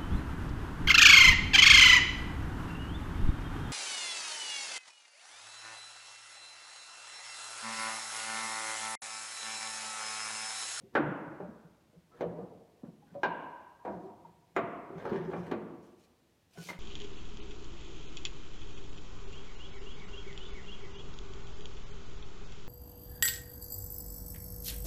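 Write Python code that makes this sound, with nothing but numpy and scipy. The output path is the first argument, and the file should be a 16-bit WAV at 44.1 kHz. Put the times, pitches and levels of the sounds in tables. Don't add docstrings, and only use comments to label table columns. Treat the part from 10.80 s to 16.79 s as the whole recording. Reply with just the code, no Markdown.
import sys
import numpy as np
from scipy import signal
from scipy.fft import rfft, irfft
from scipy.io import wavfile
from scipy.ndimage import uniform_filter1d

SR = 44100
rng = np.random.default_rng(int(sys.argv[2]) if len(sys.argv) > 2 else 0)


def wav_out(sig):
    wavfile.write(sys.argv[1], SR, np.round(np.clip(np.atleast_2d(sig).T, -1, 1) * 32767).astype(np.int16))


def ratio(d):
    e = np.asarray(d, float) / 20
    return 10 ** e


N = 264159


def evened(x):
    return x / np.sqrt(np.mean(x ** 2) + 1e-20)


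def read(points, hz, column=1):
    rows = np.transpose(points)
    return np.interp(np.log(hz + 1), np.log(rows[0] + 1), rows[column])


def add(mix, s, sound):
    part = mix[max(round(s * SR), 0):][:len(sound)]
    part += sound[:len(part)]


def coloured(x, spectrum):
    hz = np.fft.rfftfreq(len(x), 1 / SR)
    return evened(irfft(rfft(x) * ratio(read(spectrum, hz)), len(x)))


def passed(x, hz, order=2):
    return signal.sosfilt(signal.butter(order, hz, "high", fs=SR, output="sos"), x)


def ring(modes, widen=0.82):
    t = np.arange(6000) / SR
    tones = np.zeros(len(t))
    for hz, width, db in modes:
        tones += ratio(db) * width * np.exp(-np.pi * width * widen * t) * np.sin(2 * np.pi * hz * t)
    return tones / np.linalg.norm(tones)


def clatter(db, bright_db):
    # frequency in Hz, level in dB
    clack = [(60, -57), (150, 0), (350, 4), (800, -5), (1500, -14.5), (2500, -23.5), (4000, -34.5),
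             (8000, -68)]
    hz = np.fft.rfftfreq(2048, 1 / SR)
    tilt_db = bright_db * np.log2(np.clip(hz, 300, 6000) / 900)
    log_colour = np.log(ratio(read(clack, hz) + tilt_db))
    fold = irfft(log_colour) * np.r_[1, 2 * np.ones(1023), 1, np.zeros(1023)]
    click = irfft(np.exp(rfft(fold)))
    return ratio(db) * click / np.linalg.norm(click)


def blows():
    # time in seconds, ring in dB, clatter in dB,
    # brightness in dB per octave, crack in dB
    hits = [
        (0.152, -13.5, -34.5, -5.5, -63),
        (1.408, -20.5, -27, 7.5, -64.5),
        (2.4326, -18, -13.5, 5.5, -59),
        (3.05, -27.5, -40, -2.5, -76),
        (3.077, -27, -39, 4.5, -89),
        (3.7637, -18, -15.5, 0.5, -57),
        (4.253, -29.5, -53, -11, -84),
        (4.713, -28, -15.5, 2, -61),
    ]
    # frequency in Hz, width in Hz, level in dB
    parts = [
        [(335, 940, -8.5), (600, 194, -5), (950, 790, -3.5), (1450, 330, -2), (2460, 370, -29)],
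        [(315, 360, 5), (560, 320, 0.5), (640, 280, 0.5), (950, 89, -9.5), (1760, 2000, -20.5),
         (3030, 120, -21.5)],
        [(338, 200, -2.5), (700, 100, -8), (914, 25, -29.5), (992, 110, 9), (1575, 48, 0), (1592, 82, 1),
         (2384, 150, -14.5), (2866, 126, -11)],
        [(520, 36, 0), (700, 170, -1.5), (950, 25, 3)],
        [(330, 36, 31.5), (723, 140, 25.5), (980, 23, -6), (2200, 220, -29)],
        [(386, 240, -5), (694, 27.5, 8.5), (1138, 390, -3), (1370, 330, -24.5), (1960, 730, -14)],
        [(553, 52, 4.5), (900, 300, -1.5), (1230, 240, -3)],
        [(293, 93, 18), (416, 340, -4.5), (700, 93, 1.5), (1150, 63, 6.5), (2430, 270, -15)],
    ]
    # frequency in Hz, level in dB
    crack = [(1500, 1.5), (4000, 4.5), (7000, 4), (10000, -10), (13000, -9), (16000, -14.5)]
    mix, edges = np.zeros((2, N))
    fade = np.exp(-np.arange(1500) / SR / 0.0011)
    pad = signal.butter(2, 2600, fs=SR, output="sos")
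    for (s, ring_db, clatter_db, bright_db, crack_db), modes in zip(hits, parts):
        wood = signal.sosfilt(pad, passed(ring(modes), 190))
        add(mix, s, ratio(ring_db + 15.5) * wood)
        add(mix, s, clatter(clatter_db + 4.5, bright_db))
        snap = fade * coloured(rng.standard_normal(len(fade)), crack)
        add(edges, s, ratio(crack_db + 13.5) * snap)
    return mix, edges


def slot(x):
    # delay in ms, share of the sound
    bounces = [(0, 0.35), (1.3, 0.72), (2.2, -0.054), (3.7, 0.61), (5.2, -0.33), (7.1, 0.045)]
    taps = np.zeros(600)
    for ms, share in bounces:
        taps[int(ms * SR / 1000)] += share
    return signal.oaconvolve(x, taps)[:N]


def bumps(rows):
    mix = np.zeros(N)
    k = np.arange(900)
    for s, hum_db, hz, ms, clatter_db in rows:
        bright_db = -4 + 5.5 * np.log2(hz / 500)
        u = np.arange(5000) / SR / (np.clip(ms, 6, 60) / 3000)
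        waver = 1 + 0.025 * evened(uniform_filter1d(rng.standard_normal(len(u)), 250))
        hum = u * np.exp(1 - u) * np.sin(2 * np.pi * np.cumsum(hz * waver) / SR)
        add(mix, s - 0.002, ratio(hum_db - 7.5) * hum)
        smear = rng.standard_normal(900) * np.exp(-k / 200) * np.minimum(k / 50, 1)
        clack = clatter(clatter_db + 19.5, bright_db)
        add(mix, s, signal.fftconvolve(clack, smear / np.linalg.norm(smear)))
    return mix


def slides():
    # start in seconds, length in seconds,
    # rasp in dB, hiss in dB, swell from start to end in dB
    strokes = [(0.138, 0.032, -51, -66.5, 7.5), (3.753, 0.021, -48, -72.5, 7), (1.29, .11, -51, -74, 19.5),
               (2.25, 0.11, -61, -80.5, 1), (3.042, 0.05, -53.5, -75.5, -5.5),
               (3.106, 0.053, -56.5, -79, -3), (3.195, 0.074, -64.5, -77, 1), (3.445, .035, -61.5, -81, -4),
               (4.158, 0.106, -44, -74.5, 9), (4.236, .24, -44.5, -83.5, -3.5),
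               (4.453, .265, -50.5, -73, 3.5), (5.017, 0.13, -83, -72, -5.5), (5.16, 0.099, -93.5, -70, 8),
               (5.69, 0.11, -50, -54.5, 24.5), (5.787, 0.12, -53.5, -51.5, 6.5),
               (5.883, .105, -52, -61, -13)]
    # time in seconds, level in dB
    jerks = [(.006, -59), (.145, -44.5), (2.048, -47), (1.31, -55), (1.37, -57), (1.405, -42.5),
             (1.586, -40.5), (1.619, -44), (2.361, -43.5), (2.423, -53), (3.104, -37), (3.25, -59.5),
             (4.15, -39), (4.261, -32.5), (4.325, -28.5), (4.53, -37), (4.61, -52), (4.682, -39),
             (5.784, -47.5), (5.9, -53)]
    # frequency in Hz, width in Hz, level in dB
    case = [(347, 100, -5), (695.4, 12, -5.5), (953, 56, -14)]
    # frequency in Hz, level in dB per Hz
    rasp_colour = [(530, 0), (900, -5.5), (1430, -11), (1620, -7.5), (2650, -21), (2870, -19),
                   (6140, -33.5), (8000, -61), (10400, -82), (17600, -120)]
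    # frequency in Hz, level in dB per Hz
    hiss_colour = [(1470, -45), (2500, -2.5), (2760, -13.5), (2980, -5), (3270, -10.5), (3470, -10),
                   (6110, -11), (15500, -22.5)]
    grip_db_per_s, slip_db_per_s = 449, 207
    grit_per_s = 2500
    edge_share = 0.26

    t = np.arange(N) / SR
    slips, grit, fuzz, catch = rng.standard_normal((4, N))
    catch = ratio(2.4 * evened(uniform_filter1d(catch, 130)))
    grit = grit * (rng.random(N) < grit_per_s / SR)
    rumble, rasp, hiss = np.zeros((3, N))
    for s, db in jerks:
        drop_db = np.maximum(grip_db_per_s * (s - t), slip_db_per_s * (t - s))
        rumble = np.maximum(rumble, ratio(db - drop_db))
    for s, length, rasp_db, hiss_db, swell_db in strokes:
        u = np.linspace(0, 1, round(length * SR))
        swell = ratio(swell_db * (u - (swell_db > 0)))
        stroke = swell * signal.windows.tukey(len(u), edge_share)
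        add(rasp, s, ratio(rasp_db) * stroke)
        add(hiss, s, ratio(hiss_db) * stroke)
    shaken = signal.fftconvolve(rumble * catch * slips, ring(case, widen=1.66))[:N]
    rasping = rasp * catch ** 1.8 * coloured(grit, rasp_colour)
    hissing = hiss * catch ** 1.7 * coloured(fuzz, hiss_colour)
    return ratio(-9.5) * shaken + ratio(-6.5) * rasping + ratio(-3.0) * hissing


def sways():
    # strongest swing in seconds, level in dB,
    # frequency in Hz, length in ms
    pushes = [(0.037, -45, 196, 8.8), (0.248, -36.5, 147, 90), (0.294, -31, 191, 10.5),
              (0.474, -43.5, 161, 24), (0.634, -44, 177, 70), (0.693, -37.5, 222, 11.3),
              (0.855, -49.5, 161.7, 26), (1.177, -48.5, 169, 26), (1.477, -40, 170.3, 97),
              (1.618, -44.5, 192, 48), (2.088, -41, 171, 16), (2.328, -48.5, 180, 22),
              (2.485, -42.5, 170, 45), (3.102, -43, 196, 62), (3.175, -43.5, 175, 38),
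              (3.317, -50, 208, 24), (3.475, -51, 168.3, 45), (3.792, -43.5, 181.8, 72),
              (3.839, -35.5, 170, 11.4), (4.171, -37, 165.6, 26), (4.322, -31.5, 186, 5.3),
              (4.384, -35.5, 170, 18), (4.447, -40, 166.5, 83), (4.591, -33.5, 177.7, 43),
              (4.755, -42, 212.2, 97), (4.829, -47.5, 174, 52), (5.8, -40, 170, 32), (5.902, -46, 181, 31),
              (5.952, -44.5, 174, 17)]
    # frequency in Hz, level in dB
    legs = [(76, 3), (122, 6.5)]
    mix = np.zeros(N)
    t = np.arange(-0.08, 0.16, 1 / SR)
    lean = np.where(t < 0, 1.35, 0.8) * t
    for s, db, hz, ms in pushes:
        deep_db = db - 22.5 + 0.1433 * ms
        swing = np.exp(-(1500 * lean / ms) ** 2) * np.sin(2 * np.pi * hz * t)
        shake = sum(ratio(d) * np.sin(2 * np.pi * (f * t + rng.random())) for f, d in legs)
        shake = np.exp(-(lean / 0.042) ** 2) * shake
        skip = max(round((0.08 - s) * SR), 0)
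        add(mix, s - 0.08, (ratio(db - 1.0) * swing + ratio(deep_db - 8.0) * shake)[skip:])
    return mix


def room(x):
    # frequency in Hz, t60 in seconds, build-up in seconds, early burst in dB
    bands = [(72.5, 0.21, 0.15, -6), (170, 1.33, 0.021, 2), (400, 1.39, 0.0091, 13.5),
             (1000, 1.534, 0.014, 14.5), (1730, 1.21, 0.00063, 11), (2860, 1.28, 0.0013, 9.5),
             (5600, 0.31, 0.0019, 13), (10000, 0.29, 0.0025, 11)]
    size, out = 60000, np.zeros(N)
    hz, t = np.fft.rfftfreq(size, 1 / SR), np.arange(size) / SR
    for place in range(3):
        taps, tail = np.zeros((2, size))
        spots = np.arange(0, size, 15) + rng.integers(0, 15, size // 15)
        taps[spots] = rng.choice([-1., 1.], size // 15)
        for k, (_, t60, rise, early_db) in enumerate(bands):
            share = read([(row[0], j == k) for j, row in enumerate(bands)], hz)
            build = 1 - np.exp(-(t / rise) ** 2)
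            early = 1 + (ratio(early_db) - 1) * np.exp(-(t / 0.03) ** 2)
            tail += irfft(rfft(taps) * share, size) * build * early * ratio(-60 * t / t60)
        turn = np.sqrt(2 / 3) * np.cos(2 * np.pi * (np.arange(N) / SR * 9 + place / 3))
        out += signal.fftconvolve(x * turn, tail / np.linalg.norm(tail))[:N]
    return out


def air():
    # frequency in Hz, level in dB per Hz
    still = [(15, -44.5), (25, -15), (107, -0.5), (188, -11.5), (457, -14.5), (762, -19.5), (848, -19),
             (1200, -24.5), (1380, -24.5), (1490, -23), (1620, -24), (1900, -22.5), (2060, -24),
             (3630, -26), (15500, -36.5)]
    frames, hz = N // 256 + 5, np.fft.rfftfreq(1024, 1 / SR)
    a, b, patches = rng.standard_normal((frames, 513, 3)).T
    patches = evened(uniform_filter1d(uniform_filter1d(patches, 12, 0), 14, 1))
    z = (a + 1j * b) * ratio(read(still, hz)[:, None] + 0.31 * patches)
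    return ratio(-65) * evened(signal.istft(z, nperseg=1024, noverlap=768)[1][:N])


def scene():
    # time in seconds, hum in dB,
    # panel frequency in Hz, hum length in ms, clatter in dB; the next two tables have the same columns
    soft_bumps = [(0.043, -40.5, 363, 9.7, -80), (0.179, -30.5, 755, 7.9, -30),
                  (0.194, -17, 303.7, 22, -32.5), (0.602, -34.5, 584, 16, -33),
                  (1.13, -56.5, 491, 41, -49.5), (1.316, -55, 1310, 27, -55.5),
                  (1.343, -47.5, 479, 16, -63.5), (1.442, -25, 485, 11.3, -49), (1.583, -35, 465, 18, -59),
                  (2.033, -52, 280, 5.9, -38), (3.229, -39, 379, 30, -52), (4.101, -36.5, 375, 24, -33),
                  (4.315, -20.5, 380, 30, -37.5), (4.389, -35, 377, 25, -43),
                  (4.476, -34.5, 383, 72, -29.5), (4.515, -34, 900, 6.7, -37.5), (4.534, -36, 700, 6, -26),
                  (4.556, -47, 790, 13.5, -56), (4.719, -29.5, 333, 20, -24)]
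    touches = [(.012, -52.5, 520, 51, -53.5), (1.59, -47, 700, 36, -50), (2.35, -38.5, 746, 25, -46.5),
               (2.354, -30.5, 568, 25, -59), (3.056, -51, 1630, 13, -55), (3.085, -43, 1570, 14, -60),
               (.603, -38, 400, 30, -51), (2.04, -48.5, 565, 25, -47), (2.222, -47.5, 816, 24, -59.5),
               (3.30, -50, 900, 40, -48.5), (3.451, -37.5, 902, 13, -56.5)]
    box_knocks = [
        (5.757, -48, 690, 16, -68),
        (5.774, -48.5, 1465, 41, -48),
        (5.778, -38.5, 400, 12, -50),
        (5.888, -33, 2104, 19, -40.5),
        (5.890, -39, 950, 13, -63),
        (5.901, -31, 2060, 8.3, -37.5),
        (5.903, -39.5, 880, 17, -59),
        (5.914, -41, 900, 9.4, -48),
        (5.93, -46, 1970, 10, -47),
    ]
    hard, edges = blows()
    soft = bumps(soft_bumps) + slides()
    near = bumps(touches)
    box = bumps(box_knocks)
    low = sways()
    to_walls = ratio(-3.5) * edges + ratio(4.5) * hard + ratio(0.5) * soft
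    to_walls += ratio(-8.5) * near + ratio(-6.5) * box + ratio(-1.5) * low
    direct = slot(hard + edges) + soft + near + box + low
    return passed(direct + room(to_walls), 71, order=3)[None] + passed(air(), 53)[None]


def band_limit(x):
    return signal.sosfilt(signal.butter(12, 15660, fs=SR, output="sos"), x)


def record(dry):
    depth_db, from_db, span_db = 5, 3, 12.5
    z = signal.stft(dry, nperseg=512, noverlap=384)[2]
    power = uniform_filter1d(uniform_filter1d(abs(z) ** 2, size=9, axis=1), size=9, axis=2)
    power_db = 10 * np.log10(power + 1e-16)
    over_db = power_db - np.percentile(power_db, 12, axis=2, keepdims=True)
    z = z * ratio(-depth_db * np.clip(1 - (over_db - from_db) / span_db, 0, 1))
    clean = signal.istft(z, nperseg=512, noverlap=384)[1][:, :N]
    return band_limit(clean)


dry = scene()
out = record(dry)
wav_out(out)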